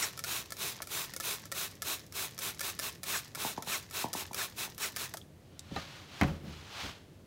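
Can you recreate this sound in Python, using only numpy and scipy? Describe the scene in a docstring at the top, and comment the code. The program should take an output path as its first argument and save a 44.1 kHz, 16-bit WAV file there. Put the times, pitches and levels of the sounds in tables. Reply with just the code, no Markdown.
"""Outdoors by a wooden bench, someone pumps a trigger spray bottle twenty times at the soil of a potted tree.
Each squeeze is a swell of hissing noise and a faint suck of refill; hard plastic clicks ring the pump housing.
Some jets squelch in the wet soil as gliding resonances of noise; small blips, a drip and a tick join in.
A few dull plops fall in between, made of short taps whose highs arrive first.
Then a sleeve brushes past as swells of noise, and the bottle is put down with knocks that ring it and the bench."""
import sys
import numpy as np
from scipy import signal
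from scipy.io import wavfile
from scipy.ndimage import uniform_filter1d, map_coordinates

SR = 44100
rng = np.random.default_rng(int(sys.argv[2]) if len(sys.argv) > 2 else 0)


def pcm_store(signal):
    """Save signal as 16-bit PCM."""
    levels = np.round(np.clip(np.atleast_2d(signal), -1, 1) * 32767)
    wavfile.write(sys.argv[1], SR, levels.astype(np.int16).T)


N = 320166  # length in samples
TIME = np.arange(N) / SR  # s

# Squeezes of the trigger: start t/s, length/s, relative level/dB
STROKES = [(-0.06, 0.15, -35), (0.257, 0.16, -36), (0.581, 0.15, -37), (0.899, 0.16, -36.5),
           (1.226, 0.14, -36), (1.545, 0.13, -36.5), (1.846, 0.12, -36), (2.144, 0.13, -37),
           (2.407, 0.11, -37), (2.624, 0.096, -37), (2.809, 0.094, -37.5), (3.057, 0.15, -35.5),
           (3.374, 0.16, -37), (3.666, 0.13, -35.5), (3.932, 0.12, -36), (4.148, 0.09, -38),
           (4.36, 0.11, -35.5), (4.571, 0.1, -36.5), (4.793, 0.1, -36), (4.974, 0.095, -37.5)]
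# Blows of the bottle on the bench, relative levels: t/s, crack/dB, boom/dB, ring of the bottle/dB
KNOCKS = [(5.71, -55, -34, -67), (5.7624, -29.5, -37, -32.5), (6.2131, -18.5, -18.5, -37),
          (6.234, -26.5, -21, -44), (6.281, -36, -38, -52), (6.835, -47, -43, -56)]


def amp(db):
    """Turns decibels into a gain."""
    return 10 ** (np.asarray(db) / 20)


def unit(x):
    """Scales a sound to rms 1."""
    return x / np.sqrt(np.mean(x ** 2) + 1e-20)


def add(mix, s, sound):
    """Mixes a sound in at time s, cutting off whatever runs past the end."""
    start = max(round(s * SR), 0)
    part = mix[start:][:len(sound)]
    part += sound[:len(part)]


def noise(spectrum, size=N):
    """Noise of rms 1 with a given spectrum, falling away below its lowest point."""
    hz, db = np.transpose(spectrum)
    f = np.fft.rfftfreq(size, 1 / SR) + 1e-3  # just above 0 so that the log exists
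    gain = amp(np.interp(np.log(f), np.log(hz), db)) * np.minimum(f / hz[0], 1) ** 2
    random_phase = np.exp(2j * np.pi * rng.random(len(f)))
    return unit(np.fft.irfft(gain * random_phase, size))


def fade(t, t60):
    """Dies away by 60 dB in t60 seconds."""
    return np.exp(-np.log(1000) * t / t60)


def ring(modes, t):
    """Struck modes, each a sine dying at its own speed, with alternating signs."""
    out = np.zeros(len(t))
    for k, (hz, db, t60) in enumerate(modes):
        out += (-1) ** k * amp(db) * fade(t, t60) * np.sin(2 * np.pi * hz * t)
    return out


def whistle(hz, width):
    """Noise of rms 1 in a narrow resonance that follows a pitch curve."""
    r = np.exp(-np.pi * width / SR)
    a, b = rng.standard_normal((2, 2 * len(hz)))
    # slow random wandering; the first half only lets the filter settle
    wander = signal.lfilter([1], np.poly([r, r]), a + 1j * b)[len(hz):]
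    carrier = np.exp(2j * np.pi * np.cumsum(hz) / SR)
    return unit((wander * carrier).real)


def swell(peak_s, rise_s, fall_s):
    """A rounded swell of height 1, down to a tenth rise_s before its peak and fall_s after it."""
    t = TIME - peak_s
    distance = np.maximum(-t / rise_s, t / fall_s)
    return 1 / np.cosh(np.minimum(np.arccosh(10) * distance, 20))


def pressure(s, length):
    """One squeeze: the pressure builds, holds and lets go."""
    # in shares of the squeeze: when it is half up or half down, and how gently it turns there
    press_at, press_ease, release_at, release_ease = 0.077, 0.077, 0.9, 0.092
    u = (TIME - s) / length
    build = .5 * (1 + np.tanh(.5 * (u - press_at) / press_ease))
    let_go = .5 * (1 - np.tanh(.5 * (u - release_at) / release_ease))
    return build * let_go


def spray(mist_db=1.5, suck_db=-55.5, sputter_db=0.9, gurgle_db=4.5):
    """Pressure pushes out a hissing jet in each squeeze; then the pump sucks in fresh water."""
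    # Spectrum of the jet: f/Hz, relative level/dB per Hz
    mist_spectrum = [(120, -6.5), (290, -8.5), (390, 3), (480, -5.5), (620, -0.5), (850, -2.5), (980, 0.5),
                     (2000, -1), (2600, 2), (2930, -1.5), (3300, 1.5), (4000, 2.5), (4700, -2.5),
                     (6000, -0.2), (9000, -3), (15000, -3)]
    # Spectrum of the water drawn up the tube: f/Hz, relative level/dB per Hz
    suck_spectrum = [(300, -16), (1000, 5), (1500, -0.5), (1750, 7.5), (2400, 2.5), (5000, 3), (6700, 0),
                     (9000, -15), (16000, -67.5)]
    # Level of the jet's treble: t/s, level/dB
    treble_level = [(0, -1.5), (1.4, 0), (2.4, 0), (3.5, -2), (5, -3)]
    bounce_s, bounce_gain, sway = 0.00077, 0.13, 0.049  # sway: random spread, as a share of the delay
    refill_at, refill_rise, refill_fall = 1.075, 1, 1.08  # in shares of the squeeze's length

    jet, refill = np.zeros(N), np.zeros(N)
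    for s, length, db in STROKES:
        jet += amp(db) * pressure(s, length)
        refill += swell(s + refill_at * length, refill_rise * length, refill_fall * length)

    flutter = unit(uniform_filter1d(rng.standard_normal(N), size=130))  # uneven break-up into droplets
    hiss = noise(mist_spectrum)
    # the pot reflects the hiss over a path that changes a little with every squeeze
    path = 1 + sway * rng.standard_normal(len(STROKES))
    delay = bounce_s * np.interp(TIME, np.transpose(STROKES)[0], path)
    hiss = hiss + bounce_gain * map_coordinates(hiss, [(TIME - delay) * SR])
    treble = signal.lfilter(*signal.butter(1, 5500, "high", fs=SR), hiss)
    hiss = hiss + (amp(np.interp(TIME, *np.transpose(treble_level))) - 1) * treble

    mist = amp(mist_db + sputter_db * flutter) * jet * hiss
    suck = amp(suck_db + gurgle_db * flutter) * refill * noise(suck_spectrum)
    return mist + suck


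def snap(t, t60=0.018, tail_db=-21, tail_t60=0.24):
    """A bright crack of hard plastic: noise with a fast fade and a faint, longer tail."""
    # Spectrum of the crack: f/Hz, relative level/dB per Hz
    snap_spectrum = [(300, -4), (1500, -20.5), (2200, -10), (2700, -13), (3300, -4), (4300, -4.5),
                     (5100, 0.5), (6900, -2), (7700, -4.5), (12000, -4.5), (16000, -9)]
    return noise(snap_spectrum, size=len(t)) * (fade(t, t60) + amp(tail_db) * fade(t, tail_t60))


def click(t, housing_db, spread=0.036, uneven_db=3.0):
    """A snap that rings the pump housing, striking its modes a little differently each time."""
    # Modes of the pump housing before the random spread: f/Hz, relative level/dB, t60/s
    housing = [(546, -12, 0.089), (726, -15.5, 0.04), (1050, -11, 0.011), (1326, -1.5, 0.039),
               (1550, -8.5, 0.0085), (1730, -3.5, 0.048), (2223, -6, 0.026), (2350, -6, 0.033)]
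    modes = []
    for hz, db, t60 in housing:
        struck_hz = hz * (1 + spread * rng.standard_normal())
        modes.append((struck_hz, db + uneven_db * rng.standard_normal(), t60))
    return snap(t) + amp(housing_db) * ring(modes, t)


def trigger(click_db=-6, ring_db=-8, rebound_ring_db=-6, rattle_db=-28):
    """The trigger clicks and rebounds; valve and spring tick in each refill; it rattles loosely at each knock."""
    # Clicks at the ends of the trigger's play: t/s, relative level/dB, strength of the rebound (0-1)
    click_rows = [(.176, -32.5, 0.1), (.192, -26.5, 0.2), (.239, -25, 0.88), (.5053, -33, 0),
                  (0.5217, -25.5, 0.1), (.568, -35.5, 0), (.82, -26, .5), (.872, -30.5, 0.1),
                  (1.1367, -28.5, 0.1), (1.1639, -25, 0), (1.2005, -25, 1), (1.4548, -33, 0.1),
                  (1.517, -25.5, 1), (1.8205, -23, 0.5), (2.1237, -35.5, 0), (2.379, -31.5, 0.1),
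                  (2.389, -25.5, .45), (2.594, -26, 0), (2.6071, -23, 0.8), (2.791, -24, 1),
                  (3.0326, -27, 0.77), (3.3491, -28.5, 1), (3.6238, -29.5, 0.04), (3.91, -33, 0.2),
                  (4.131, -23, 0.87), (4.3321, -30, 0), (4.3453, -24, .2), (4.78, -30.5, 0.4),
                  (4.9625, -24.5, 1), (5.1385, -28.5, 0.3), (5.171, -30, 0.34)]
    rebound_s = .0058  # from a click to its rebound
    valve_at, valve_scatter_s, valve_db = 1.26, .003, -45.5  # valve_at in shares of the squeeze
    stray_from, stray_to, stray_db = 1.3, 1.9, -49  # spring tick: earliest and latest share of the squeeze

    out, t = np.zeros(N), TIME[:4096]
    for s, db, rebound in click_rows:
        add(out, s, amp(db + click_db) * click(t, ring_db))
        add(out, s + rebound_s, rebound * amp(db + click_db) * click(t, rebound_ring_db))
    for s, length, _ in STROKES:
        valve_s = s + valve_at * length + valve_scatter_s * rng.standard_normal()
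        add(out, valve_s, amp(valve_db) * snap(t))
        add(out, s + rng.uniform(stray_from, stray_to) * length, amp(stray_db) * snap(t))
    for s, crack_db, _, _ in KNOCKS:
        add(out, s, amp(crack_db + rattle_db) * snap(t))
    return out


def squelches(fall=.39, hollow_db=-1, squeal_db=-1, sag=0.042):
    """The jet digs a wet hollow that deepens, so its resonances fall; the hard-pressed nozzle squeals."""
    # Squelches, relative levels: t/s, length/s, hollow level/dB, starting pitch f/Hz, nozzle squeal/dB
    squelch_rows = [(0.016, 0.039, -37, 2340, -33), (3.118, 0.055, -38, 2200, -52),
                    (3.144, 0.043, -49, 2260, -40.5), (3.711, 0.057, -39, 2823, -43.5),
                    (4.372, 0.055, -39, 2513, -44), (4.814, 0.045, -39, 2840, -39.5)]
    # Resonances of the hollow: multiple of its pitch, width/Hz, relative level/dB
    hollow_modes = [(.52, 60, -6), (0.707, 45, 0), (1.001, 46, 4), (1.25, 300, -1.5), (2.098, 500, -7)]
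    # Resonances of the nozzle: f/Hz halfway through, width/Hz, relative level/dB
    nozzle_modes = [(5610, 900, -1.5), (6800, 260, -6), (7900, 700, -3)]
    out = np.zeros(N)
    for s, length, db, hz, nozzle_db in squelch_rows:
        u = np.linspace(0, 1, int(length * SR))  # progress from start to end
        hollow = sum(amp(d) * whistle(hz * k * (1 - fall * u), width) for k, width, d in hollow_modes)
        squeal = sum(amp(d) * whistle(f * (1 - sag * (u - .5)), width) for f, width, d in nozzle_modes)
        both = amp(db + hollow_db) * unit(hollow) + amp(nozzle_db + squeal_db) * unit(squeal)
        add(out, s, signal.windows.tukey(len(u), .5) * both)
    return out


def blips(rise=.85, linger=0.24, linger_t60=0.086, rough=0.51):
    """Each wet blip swells and dies, fluttering, as it slides down to a low note that lingers briefly."""
    # Blips: t/s, relative level/dB, time constant of the glide/s
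    blip_rows = [(0.803, -37, .0011), (5.14, -34.5, 0.00248)]
    from_hz, to_hz = 2380, 590
    out, t = np.zeros(N), TIME[:3000]
    for s, db, glide in blip_rows:
        hz = to_hz + (from_hz - to_hz) * np.exp(-t / glide)
        u = t / (rise * glide)
        height = u * np.exp(1 - u) + linger * (1 - np.exp(-u)) * fade(t, linger_t60)
        flutter = 1 + rough * unit(uniform_filter1d(rng.standard_normal(len(t)), size=60))
        add(out, s, amp(db) * height * flutter * np.sin(2 * np.pi * np.cumsum(hz) / SR))
    return out


def drip(rise_s=0.00062, sag=25):
    """A last drop pips briefly, a sine sinking in pitch at a rate of sag per second."""
    # The drop: t/s, level/dB, starting pitch f/Hz
    drop = (5.215, -41.5, 3480)
    out, t = np.zeros(N), TIME[:1000]
    s, db, hz = drop
    height = t / rise_s * np.exp(1 - t / rise_s)
    pip = np.sin(2 * np.pi * np.cumsum(hz * np.exp(-sag * t)) / SR)
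    add(out, s, amp(db) * height * pip)
    return out


def tick(t60=0.014):
    """One thin, dry tick: a fast-fading burst of noise with no body under it."""
    # The tick: t/s, starting level/dB
    tick_row = (5.5935, -33.5)
    # Its spectrum: f/Hz, relative level/dB per Hz
    thin_spectrum = [(3000, -10), (4200, 5), (6000, 3), (8000, 1), (12000, -13), (16000, -20)]
    out, t = np.zeros(N), TIME[:2048]
    s, db = tick_row
    add(out, s, amp(db) * noise(thin_spectrum, size=len(t)) * fade(t, t60))
    return out


def plops(travel_s=0.00391, at_hz=900, lead_s=0.00289, echo_s=0.00839, echo_gain=0.21, tail_db=-7, tail_t60=0.22):
    """Dull taps that disperse like bending waves in a board: the highs arrive first, the thud last."""
    # Plops: t/s, peak level of the tap/dB
    plop_rows = [(3.375, -39.5), (3.449, -25), (3.579, -26.5), (3.673, -35), (4.043, -22.5), (4.151, -28.5),
                 (4.221, -39), (4.312, -35.5), (4.677, -41.5)]
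    # Spectrum of a tap: f/Hz, relative level/dB
    plop_spectrum = [(40, -22), (110, 2), (200, 5), (330, 2.5), (550, -3), (900, 8.5), (1100, -1.5),
                     (1350, -26), (2000, -40), (4000, -70)]
    t, f = TIME[:8192], np.fft.rfftfreq(8192, 1 / SR)
    hz, db = np.transpose(plop_spectrum)
    # the delay is travel_s at at_hz and shrinks with the square root of frequency
    turns = 2 * travel_s * np.sqrt(at_hz * f)
    gain = amp(np.interp(f, hz, db)) * np.minimum(f / hz[0], 1)
    tap = np.fft.irfft(gain * np.exp(-2j * np.pi * turns))
    tap, out = tap / abs(tap).max(), np.zeros(N)
    for s, peak_db in plop_rows:
        scatter = rng.standard_normal(len(t)) * fade(t, tail_t60)
        tail = amp(tail_db) * signal.fftconvolve(tap, scatter / np.linalg.norm(scatter))[:len(t)]
        add(out, s - lead_s, amp(peak_db) * tap)
        add(out, s - lead_s + echo_s, amp(peak_db) * (echo_gain * tap + tail))
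    return out


def knocks(crack_db=-3, crack_t60=0.061, tail_db=-19, tail_t60=0.51, boom_db=-6, shell_db=-1, lag_s=0.0035):
    """The bottle's base cracks on the wood and its shell rings; the heavy bench answers a moment later."""
    # Spectrum of the crack: f/Hz, relative level/dB per Hz
    crack_spectrum = [(150, 13.5), (450, 1), (750, 10), (1000, 3), (1350, 4), (2000, 0.5), (2900, -4.5),
                      (4000, -20), (6000, -15.5), (9000, -35), (16000, -38)]
    # Modes of the bottle's shell: f/Hz, relative level/dB, t60/s
    shell = [(793, -1, .07), (1225, -4.5, 0.16), (1310, -7, 0.035), (1810, -11, 0.15), (2650, -15, .1),
             (4030, -2.5, 0.041)]
    # Modes of the bench: f/Hz, relative level/dB, t60/s
    bench = [(43.3, -15, 0.36), (78, -2, 0.23), (131, -6, 0.2), (146.2, -5, 0.31), (176, 5, 0.1),
             (216, 1, 0.13), (270, 1, 0.11), (318.5, -5.5, 0.15), (405, -7.5, 0.14), (556, -11.5, 0.44),
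             (740, -16, 0.097)]
    out, t = np.zeros(N), TIME[:24000]
    for s, hard_db, heavy_db, ring_db in KNOCKS:
        crack = noise(crack_spectrum, size=len(t)) * (fade(t, crack_t60) + amp(tail_db) * fade(t, tail_t60))
        add(out, s, amp(hard_db + crack_db) * crack + amp(ring_db + shell_db) * ring(shell, t))
        add(out, s + lag_s, amp(heavy_db + boom_db) * ring(bench, t))
    return out


def rumbles():
    """The bench rumbles in swells of low noise as the bottle settles."""
    # Rumbles: peak t/s, level/dB, rise/s, fall/s
    rumble_rows = [(6.27, -36.5, 0.036, 0.16), (6.45, -43.5, 0.045, .2), (6.855, -44, 0.044, .09)]
    # Their spectrum: f/Hz, relative level/dB per Hz
    rumble_spectrum = [(30, -27), (80, 9), (110, -23), (145, 4.5), (210, -2.5), (280, -8.5), (450, -13.5),
                       (900, -26.5), (3000, -44)]
    level = sum(amp(db) * swell(s, rise, fall) for s, db, rise, fall in rumble_rows)
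    return level * noise(rumble_spectrum)


def sleeve(gain_db=1, grain_db=1):
    """Cloth fibres rub in soft, slightly grainy swishes of noise."""
    # Strokes of the sleeve: peak t/s, relative level/dB, rise/s, fall/s
    swish_rows = [(5.78, -47, 0.09, 0.14), (5.96, -52.5, .5, 0.21), (6.19, -48.5, 0.18, 0.26),
                  (6.5, -54, 0.1, 0.67), (6.831, -41.5, 0.19, 0.15)]
    # Spectrum of the cloth: f/Hz, relative level/dB per Hz
    cloth_spectrum = [(300, -11), (500, -9), (800, -4), (1200, -3), (2000, -5), (3000, -3), (4200, -5.5),
                      (6500, -13), (9000, -22.5), (16000, -28)]
    grain = unit(uniform_filter1d(rng.standard_normal(N), size=300))
    power = sum((amp(db) * swell(s, rise, fall)) ** 2 for s, db, rise, fall in swish_rows)
    return np.sqrt(power) * amp(gain_db + grain_db * grain) * noise(cloth_spectrum)


def surroundings(x, wet_db=-19, t60=0.47):
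    """Adds a few close echoes and a faint, short tail of scattered sound."""
    # Echoes from bench and wall: delay/s, gain
    echo_rows = [(.0027, 0.092), (.0046, 0.12), (.0091, 0.2), (0.0146, .08)]
    t = TIME[:12000]
    tail = rng.standard_normal(len(t)) * fade(t, t60) * (t > .01)
    response = amp(wet_db) * tail / np.linalg.norm(tail)
    response[0] = 1  # the direct sound
    for delay, gain in echo_rows:
        add(response, delay, np.array([gain]))
    return signal.oaconvolve(x, response)[:N]


def air(level_db=-55):
    """The steady outdoor background: mostly low noise."""
    # Spectrum of the background: f/Hz, relative level/dB per Hz
    air_spectrum = [(15, -57), (25, -21), (70, -7.5), (87, -0.5), (108, -3.5), (157, -4.5), (263, -11.5),
                    (335, -11), (384, -13), (516, -15.5), (560, -16), (962, -28), (6740, -38), (16000, -43)]
    return amp(level_db) * noise(air_spectrum)


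def scene(width_db=-25):
    """Everything sits in the centre; a faint left-right difference is made from the spray's treble."""
    mist = spray()
    bottle = surroundings(mist + trigger() + squelches() + blips() + drip() + tick())
    mid = bottle + plops() + knocks() + rumbles() + sleeve() + air()
    treble = signal.sosfilt(signal.butter(12, 4700, "high", fs=SR, output="sos"), mist)
    scatter = rng.standard_normal(200)
    side = amp(width_db) * signal.oaconvolve(treble, scatter / np.linalg.norm(scatter))[:N]
    return np.array([mid + side, mid - side])  # left, right


def record(dry, low_cut_hz=28, high_cut_hz=15850):
    """Takes away the deepest lows and, steeply, the highest treble."""
    thinned = signal.sosfilt(signal.butter(2, low_cut_hz, "high", fs=SR, output="sos"), dry)
    high_cut = signal.firwin(401, high_cut_hz, window=("kaiser", 8), fs=SR)
    return signal.oaconvolve(thinned, high_cut[None], "same", axes=1)


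dry = scene()
out = record(dry)
pcm_store(out)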